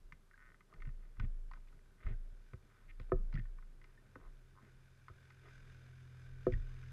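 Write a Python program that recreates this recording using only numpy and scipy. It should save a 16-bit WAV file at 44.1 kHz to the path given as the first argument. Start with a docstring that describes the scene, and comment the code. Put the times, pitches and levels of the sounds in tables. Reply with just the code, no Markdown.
"""A faint steady hiss opens the scene, with a canoe flexing on a calm river and water washing along it.
Shoves of water boom in its bottom, fittings tick and creak, bubbles plip and the blade swishes.
The paddle gives the hull two loud knocks among fainter ones; a far engine hums and slowly grows louder.
Boat sounds are ringing modes set off by blows, contacts or slips; water and hiss are coloured noise.
The engine adds exhaust lines to a throbbing whirr."""
import sys
import numpy as np
from scipy import signal
from scipy.fft import rfft, irfft, next_fast_len
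from scipy.io import wavfile
from scipy.ndimage import map_coordinates

SR = 44100
rng = np.random.default_rng(int(sys.argv[2]) if len(sys.argv) > 2 else 0)


def file_out(sig):
    """Save sig as 16-bit WAV at sys.argv[1]."""
    # one column per channel
    cols = np.atleast_2d(sig).T
    # limit, then scale
    lim = np.clip(cols, -1, 1)
    pcm = np.round(lim * 32767).astype(np.int16)
    wavfile.write(sys.argv[1], SR, pcm)


N = 305172  # length of the scene in samples


def amp(db):
    """Decibels to gain."""
    return 10 ** (np.asarray(db) / 20)


def unit(x):
    """Scale to rms 1."""
    return x / np.sqrt(np.mean(x ** 2) + 1e-20)


def clock(count):
    """Seconds for a run of samples."""
    return np.arange(count) / SR


def curves(rows):
    """One value per sample for each column after the time."""
    seconds, *columns = np.transpose(rows)
    return [np.interp(clock(N), seconds, column) for column in columns]


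def colour(points, hz):
    """Gain of (Hz, dB) points joined on a log frequency axis."""
    point_hz, db = np.transpose(points)
    return amp(np.interp(np.log(hz + 1), np.log(point_hz + 1), db))


def resonances(modes, hz):
    """Causal response of (Hz, width in Hz, dB) resonances."""
    return sum(amp(db) * 1j * hz * width / (centre ** 2 - hz ** 2 + 1j * hz * width)
               for centre, width, db in modes)


def band(hz, centre_hz, share):
    """A steep-sided band from a squared resonance, whose width is a share of its centre."""
    return resonances([(centre_hz, share * centre_hz, 0)], hz) ** 2


def filtered(x, response):
    """Shape x by a response of frequency."""
    size = next_fast_len(len(x) + SR // 4)  # spare room for the ringing
    spectrum = rfft(x, size) * response(np.fft.rfftfreq(size, 1 / SR))
    return irfft(spectrum, size)[:len(x)]


def noise(response):
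    """Coloured noise of rms 1."""
    return unit(filtered(rng.standard_normal(N), response))


def wobble(rate):
    """A smooth random curve, rate knots a second."""
    knots = rng.standard_normal(int(N * rate / SR) + 4)
    return map_coordinates(knots, [clock(N) * rate])


def add(track, s, sound):
    """Mix a sound in at time s."""
    start = max(round(s * SR), 0)
    track[start:start + len(sound)] += sound[:max(N - start, 0)]


def ring(modes, cutoff_hz, rise_cycles, detune):
    """One blow: modes swell within about a cycle and die; soft contact spares the high ones."""
    t, out = clock(SR // 2), 0
    for k, (hz, db, t60) in enumerate(modes):
        strength = amp(db + rng.normal()) / np.hypot(1, (hz / cutoff_hz) ** 2)
        swell = 1 - np.exp(-t * hz / rise_cycles)
        phase = 2 * np.pi * hz * (1 + detune * rng.normal()) * t
        sign = (-1) ** k  # neighbouring modes start in opposite directions
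        out = out + sign * strength * swell * amp(-60 * t / t60) * np.sin(phase)
    return out


# Colour of the steady hiss. Each row: frequency in Hz, relative density in dB per Hz.
HISS_COLOUR = [(150, 5), (250, -0.5), (320, -2.5), (380, 13.5), (480, -7), (850, -1), (1250, 1.5),
               (1520, -2), (1750, -3), (2400, -6.5), (4000, -8.5), (8000, -12), (12500, -13)]


def hiss():
    """Steady coloured noise, a faint floor under everything."""
    return amp(-77.5) * noise(lambda hz: colour(HISS_COLOUR, hz))


# Pushes that set the whole boat flexing.
# Each row: start in seconds, level in dB, rise in seconds, decay t60 of the flexing in seconds.
PUSHES = [(0.0, -54, 0.051, .65), (.38, -61.5, 0.088, 0.78), (.75, -41, .11, 1.2),
          (1.181, -34, 0.016, 1.44), (2.045, -34.5, 0.026, 1.01), (2.78, -45.5, 0.29, 1.2),
          (3.11, -33, 0.053, 1.33), (3.3, -40, .05, 1.46), (4.2, -50, 0.076, 0.83), (4.68, -61.5, .08, .9),
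          (5.5, -57, 0.13, 1), (6.2, -52, 0.15, 0.87), (6.466, -35, 0.076, 0.83)]
# Colour of the water along the hull. Each row: frequency in Hz, relative density in dB per Hz.
WASH_COLOUR = [(25, -9), (60, 2), (110, 3.5), (200, -5.5), (380, -12.5), (600, -14.5), (1200, -38.5),
               (4000, -82)]
FLEX_HZ, FLEX_IDLE_DB = 27.84, -71.5  # mean bending pitch; typical level on the calm current
TWIST_HZ, TWIST_DB, TWIST_T60_S = 44, -2, 0.21  # short-lived second mode; level relative to the push
TWIST_RISE_S = 0.027  # pushes rising slower than this hardly excite the twist
WASH_IDLE_DB, WASH_FOLLOW_DB = -72.5, -33  # wash at rest; wash relative to the flexing


def sway(s, rise_s, t60):
    """Envelope of one push: a straight rise, then a free decay."""
    t = clock(N) - s
    return np.clip(t / rise_s, 0, 1) * amp(-60 * np.maximum(t - rise_s, 0) / t60)


def swing(hz):
    """A boat mode as a sine of rms 1 whose pitch wanders by about 3 percent."""
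    phase = 2 * np.pi * np.cumsum(hz * (1 + 0.0308 * wobble(5.9))) / SR
    return np.sqrt(2) * np.sin(phase)


def shudder():
    """Each push bends the whole boat, an abrupt one also twists it; water washes along the hull."""
    idle = amp(FLEX_IDLE_DB + 3.2 * wobble(7.3))
    power, twist = idle ** 2, 0
    for s, db, rise_s, t60 in PUSHES:
        power = power + (amp(db) * sway(s, rise_s, t60)) ** 2
        abruptness = 1 / np.hypot(1, rise_s / TWIST_RISE_S)
        twist = twist + amp(db + TWIST_DB) * abruptness * sway(s, rise_s, TWIST_T60_S)
    flex = np.sqrt(power)
    lapping = amp(2 * wobble(12))
    wash = noise(lambda hz: colour(WASH_COLOUR, hz)) * lapping
    wash_level = amp(WASH_IDLE_DB) + amp(WASH_FOLLOW_DB) * flex
    return flex * swing(FLEX_HZ) + twist * swing(TWIST_HZ) + wash * wash_level


# Pace of the engine. Each row: time in seconds, mean firings a second.
FIRING = [(0, 43), (5.3, 43), (5.8, 42.3), (6.92, 41.9)]
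# Level of the exhaust hum. Each row: time in seconds, level in dB.
EXHAUST_LEVEL = [(0, -93), (3.5, -80.5), (4.2, -73), (4.8, -69.5), (5.35, -66), (5.8, -61), (6.3, -57),
                 (6.92, -53.5)]
# Exhaust lines. Each row: multiple of the firing rate, relative level in dB.
EXHAUST_LINES = [(1, -12.5), (2, -4), (3, 1.5), (4, -22.5), (6, -27), (7, -34), (9, -25.5), (10, -33.5),
                 (11, -31.5)]
# Level of the whirr. Each row: time in seconds, level in dB.
WHIRR_LEVEL = [(0, -86.5), (2.5, -78), (3.8, -80), (4.5, -76), (5.2, -70.5), (5.55, -66.5), (6, -68),
               (6.3, -68.5), (6.92, -65)]
# Broad colour of the whirr. Each row: frequency in Hz, relative density in dB per Hz.
WHIRR_COLOUR = [(100, 5), (250, -8), (450, -7.5), (750, -16.5), (1250, -10), (1550, -4.5), (2100, -9),
                (2800, -14), (4200, -20.5), (6500, -25.5), (9000, -34), (13000, -40)]
# Resonances of the whirr. 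Each row: frequency in Hz, width in Hz, dB relative to the broad colour.
WHIRR_PEAKS = [(1533, 126, 7), (2370, 150, 4.5), (2900, 77, -2.5), (3585, 190, 6), (5030, 190, 7.5),
               (6150, 240, 6)]


def engine():
    """A far engine: low exhaust lines and a whirr that throbs with every firing."""
    rate, = curves(FIRING)
    hum_db, = curves(EXHAUST_LEVEL)
    whirr_db, = curves(WHIRR_LEVEL)
    phase = 2 * np.pi * np.cumsum(rate * (1 + 0.0019 * wobble(7.8))) / SR
    hum = 0
    for multiple, db in EXHAUST_LINES:
        line = np.sin(round(multiple) * phase + rng.uniform(0, 2 * np.pi))
        hum = hum + amp(db + 0.36 * wobble(5)) * np.sqrt(2) * line
    whirr = noise(lambda hz: colour(WHIRR_COLOUR, hz)
                  * np.hypot(1, np.abs(resonances(WHIRR_PEAKS, hz))))
    throb = unit(1 + .7 * ((1 + np.cos(phase)) / 2) ** 4)  # one narrow pulse per firing
    return amp(hum_db) * hum + amp(whirr_db + 1.27 * wobble(14)) * throb * whirr


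# Water shoving the bottom. Each row: start in seconds, level in dB, base pitch in Hz, base t60 in seconds.
THUMPS = [(0.122, -56.5, 150, .08), (0.738, -59, 135, 0.12), (0.869, -39, 114.4, 0.087),
          (1.191, -36, 104, 0.11), (1.232, -36.5, 115.5, 0.11), (2.059, -38, 87.6, 0.12),
          (2.101, -39, 105.5, 0.13), (2.532, -39.5, 126.6, 0.066), (3, -39.5, 109.5, 0.064),
          (3.123, -34.5, 134, 0.12), (3.192, -55.5, 152, 0.2), (3.337, -35.5, 133.6, 0.14),
          (3.381, -33, 135, 0.066), (4.159, -56.5, 253, 0.1), (4.625, -63.5, 253, 0.21),
          (5.099, -50, 109.5, 0.092), (6.473, -36.5, 149, 0.11), (6.522, -33, 109.7, 0.17)]
# The wet bottom panels. Each row: multiple of the base pitch, relative level in dB, multiple of the base t60.
BOTTOM = [(.42, -2, 2), (0.681, -7.5, 2.8), (1, 3, 1.27), (1.249, -2.5, 0.52), (1.6, -8, 1.02),
          (2.399, -19.5, 1.2)]


def thumps():
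    """Each shove of water booms in the bottom, whose pitch and ring vary with the water load."""
    out = np.zeros(N)
    for s, db, hz, t60 in THUMPS:
        modes = [(hz * ratio, level, t60 * share) for ratio, level, share in BOTTOM]
        add(out, s, amp(db) * ring(modes, cutoff_hz=490, rise_cycles=0.46, detune=0.072))
    return out


# Ticks of fittings and drops on the boat.
# Each row: start in seconds, level in dB, centre in Hz, gain of the bright snap band in dB.
TICKS = [(0.1227, -51, 1900, -9), (.5435, -62, 1680, -21), (0.6061, -61, 1650, -24),
         (.738, -61, 1970, -3.5), (.8026, -64, 1900, -14), (.821, -52.5, 1880, -10),
         (0.852, -60, 1900, -14), (.872, -63, 1930, -16), (.891, -63.5, 1830, -16),
         (1.1687, -67.5, 1310, -20), (1.1979, -46, 1770, -24), (1.237, -69, 2180, -12),
         (1.246, -64, 2100, -11), (1.5133, -52.5, 1260, -11), (1.535, -54, 1250, -7),
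         (1.554, -67, 1190, -20), (1.5724, -65, 1160, -18), (1.684, -72, 2500, -17),
         (1.7264, -68, 1140, -20), (2.0656, -50.5, 1550, -14), (2.5333, -57.5, 1670, -10),
         (2.9978, -56.5, 2100, -17), (3.3267, -58, 1300, -9), (3.3405, -56, 2080, 2),
         (3.354, -57, 2300, -7), (3.3832, -58.5, 2330, -14), (3.393, -60, 2210, -13),
         (3.453, -63.5, 1600, -17), (3.5848, -61.5, 1095, -22), (3.6245, -65, 1170, -22),
         (3.8151, -63, 2190, -20), (3.8416, -60, 2150, -8), (4.1557, -51.5, 1120, -16),
         (5.0825, -51, 1460, -7.5), (5.3042, -59.5, 1560, -6), (6.4656, -56.5, 1470, 1),
         (6.522, -53.5, 2320, -11), (6.5352, -56.5, 2400, -12), (6.8292, -62, 1850, -23)]
# The rail and its fittings, also rung by creaks and spray.
# Each row: frequency in Hz, width in Hz, relative level in dB.
RAIL = [(1066, 90, 5.5), (1265, 114, 10), (1479, 68, 10), (1840, 114, 8.5), (2040, 110, 4.5),
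        (2333, 67, -4), (2840, 62, -21), (3300, 200, -6), (4640, 430, -40.5)]
TICK_T60_S = 0.026  # how fast the contacts of one tick die away
STRAY_DB, STRAY_HZ, STRAY_SNAP_DB = -74, 1470, -16  # typical faint tick at a random moment


def ticks():
    """Tiny clusters of contacts ring the rail; the level is their energy spread over 5 ms."""
    out, t = np.zeros(N), clock(SR // 8)
    strays = []
    for place in rng.random(size=10):
        stray_db = STRAY_DB + 2 * rng.normal()
        stray_hz = STRAY_HZ * np.exp(0.22 * rng.normal())
        strays.append((place * N / SR, stray_db, stray_hz, STRAY_SNAP_DB))
    for s, db, centre_hz, snap_db in TICKS + strays:
        def body(hz):
            """The rail, struck in a main band and a bright snap band."""
            snap = amp(snap_db) * band(hz, 4340, share=0.31)
            return resonances(RAIL, hz) * (band(hz, centre_hz, share=0.97) + snap)
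        contacts = rng.standard_normal(len(t)) * amp(-60 * t / TICK_T60_S)
        tick = filtered(contacts, body)
        add(out, s, amp(db) * tick / np.linalg.norm(tick) * np.sqrt(.005 * SR))
    return out


# Stick-slip creaks, one list each. Each row: time in seconds, mean slips a second, relative level in dB.
CREAKS = [
    [(.312, 46, -56), (.36, 44, -63), (.378, 49, -53.5), (.41, 124, -57.5), (.47, 125, -56),
     (.505, 65, -54), (.53, 45, -57)],
    [(2.882, 215, -66), (2.9, 380, -53.5), (2.912, 259, -53.5)],
    [(4.187, 68, -64), (4.255, 82, -54.5), (4.3, 110, -75)],
    [(4.553, 91, -64), (4.585, 82, -50.5), (4.61, 93, -68)],
]
# Where each creak rings most, in the same order: centre in Hz.
CREAK_HZ = [1645, 2330, 1050, 1050]


def creaks():
    """A fitting under load slips in quick, nearly regular jerks that ring the rail."""
    out, t = np.zeros(N), clock(N)
    for rows, centre_hz in zip(CREAKS, CREAK_HZ):
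        rate, db = curves(rows)
        active = (t >= rows[0][0]) & (t <= rows[-1][0])
        uneven = amp(.5 * wobble(50))
        count = np.ceil(np.cumsum(active * rate * uneven) / SR)
        slips = np.diff(count, prepend=0) * amp(db + 1.1 * wobble(120))  # one impulse per slip
        out += filtered(slips, lambda hz: resonances(RAIL, hz) * band(hz, centre_hz, share=0.5))
    return amp(25.5) * out


# Bubbles. Each row: start in seconds, level in dB, starting pitch in Hz, t60 in seconds.
BUBBLES = [(0.34, -53.5, 1600, 0.035), (0.7267, -52.5, 1190, 0.026), (2.141, -64, 1520, .04),
           (3.3399, -50, 1930, 0.022), (3.354, -49, 1910, 0.033), (3.363, -45, 1380, 0.014),
           (3.375, -38, 1800, 0.014), (3.396, -49, 1830, 0.027), (3.976, -61.5, 1790, .06),
           (5.099, -54, 1260, 0.034), (6.522, -50, 1920, 0.025), (6.5368, -40.5, 1854, 0.029)]


def bubbles():
    """Trapped air rings and rises in pitch as it nears the surface."""
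    out, t = np.zeros(N), clock(SR // 8)
    for s, db, hz, t60 in BUBBLES:
        pitch = hz * (1 + 0.069 * np.minimum(t / t60, 1))
        phase = 2 * np.pi * np.cumsum(pitch) / SR
        onset = 1 - np.exp(-t / 0.0011)
        add(out, s, np.sqrt(2) * amp(db - 60 * t / t60) * onset * np.sin(phase))
    return out


# The blade swishing through water. Each row: middle in seconds, spray level in dB,
# half-length in seconds, spray centre in Hz, slosh in dB relative to the spray.
SWISHES = [(0.757, -75, 0.057, 1320, 5.5), (1.04, -77.5, 0.052, 1730, -15), (1.23, -69.5, 0.028, 2080, 3.5),
           (2.05, -65.5, 0.045, 1770, -6), (2.095, -65, 0.041, 1970, 3.5), (2.765, -74.5, 0.11, 1280, -24),
           (3.018, -70, 0.012, 3080, 0), (3.096, -68, 0.0062, 1650, 0.5), (3.357, -71, 0.038, 2350, 5.5),
           (3.954, -81, 0.19, 1870, 2.5), (4.229, -79.5, 0.08, 1878, 9.5), (4.653, -73.5, 0.059, 1600, 0.5),
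           (5.465, -65.5, 0.036, 1620, 0.5)]
# Water against the hull. Each row: frequency in Hz, width in Hz, relative level in dB.
SLOSH = [(230, 44, -1.5), (377, 82, 2.5), (617, 28, -1)]


def swishes():
    """The blade tears the surface: droplets patter on the rail and the hull sloshes under them."""
    out = np.zeros(N)
    t = clock(SR // 2) - .25  # seconds from the middle of the swish
    for s, db, half, centre_hz, slosh_db in SWISHES:
        def patter(hz):
            """Droplets heard directly and through the rail, softened at the top."""
            rail = 0.41 + np.abs(resonances(RAIL, hz))
            return band(hz, centre_hz, share=0.95) * rail / (1 + (hz / 4800) ** 4)
        swell = np.exp(-(t / half) ** 2)
        drops = rng.standard_normal(len(t)) * (rng.random(len(t)) < 900 / SR)  # about 900 a second
        spray = unit(filtered(drops, patter))
        slosh = unit(filtered(rng.standard_normal(len(t)),
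                              lambda hz: resonances(SLOSH, hz) / (1 + (hz / 1200) ** 2)))
        add(out, s + t[0], amp(db) * swell * (spray + amp(slosh_db) * slosh))
    return out


# Paddle against the hull. Each row: start in seconds, level in dB, contact cut-off in Hz (high = hard),
# ring length (1 = free hull), off-centre tilt in dB.
KNOCKS = [(2.534, -54.5, 1500, 0.85, 1), (2.9973, -57, 1810, 0.66, -3), (3.1188, -27, 1970, 0.97, 2),
          (4.158, -52, 2500, 0.46, -4.5), (5.098, -60.5, 1400, 1, 2.5), (6.4669, -23, 700, 1, 0.5)]
# The hull's ring. Each row: mean frequency in Hz, mean relative level in dB, t60 of the free hull in seconds.
HULL = [(247, -9.5, 0.14), (372.4, 1.5, 0.094), (506.6, -1, 0.095), (663, -9.5, 0.061), (1025, -4, 0.017),
        (1266, -2.5, 0.031), (1560, -29, .045), (1760, -13.5, 0.037), (2200, -25, 0.028),
        (2430, -24.5, 0.032)]


def knocks():
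    """The paddle shaft strikes the hollow hull; an off-centre blow favours every other mode."""
    out = np.zeros(N)
    for s, db, cutoff_hz, length, side_db in KNOCKS:
        modes = [(hz, level - (-1) ** k * side_db, t60 * length)
                 for k, (hz, level, t60) in enumerate(HULL)]
        add(out, s, amp(db) * ring(modes, cutoff_hz, rise_cycles=.9, detune=.004))
    return out


def banks(x, t60):
    """The wooded banks scatter back a diffuse tail: decaying noise of unit energy."""
    t = clock(SR // 2)
    tail = rng.standard_normal(len(t)) * amp(-60 * t / t60)
    return signal.fftconvolve(x, tail / np.linalg.norm(tail))[:N]


def scene():
    """Boat, water and engine over a steady hiss; the banks answer the boat's small sounds weakly."""
    boat = knocks() + ticks() + creaks() + bubbles()
    echo = amp(-18.0) * banks(boat, t60=0.23)
    return (hiss() + shudder() + engine() + thumps() + swishes() + boat + echo)[None]


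def record(dry):
    """Nothing is kept above the band limit."""
    return filtered(dry[0], lambda hz: hz < 12750)[None]


dry = scene()
out = record(dry)
file_out(out)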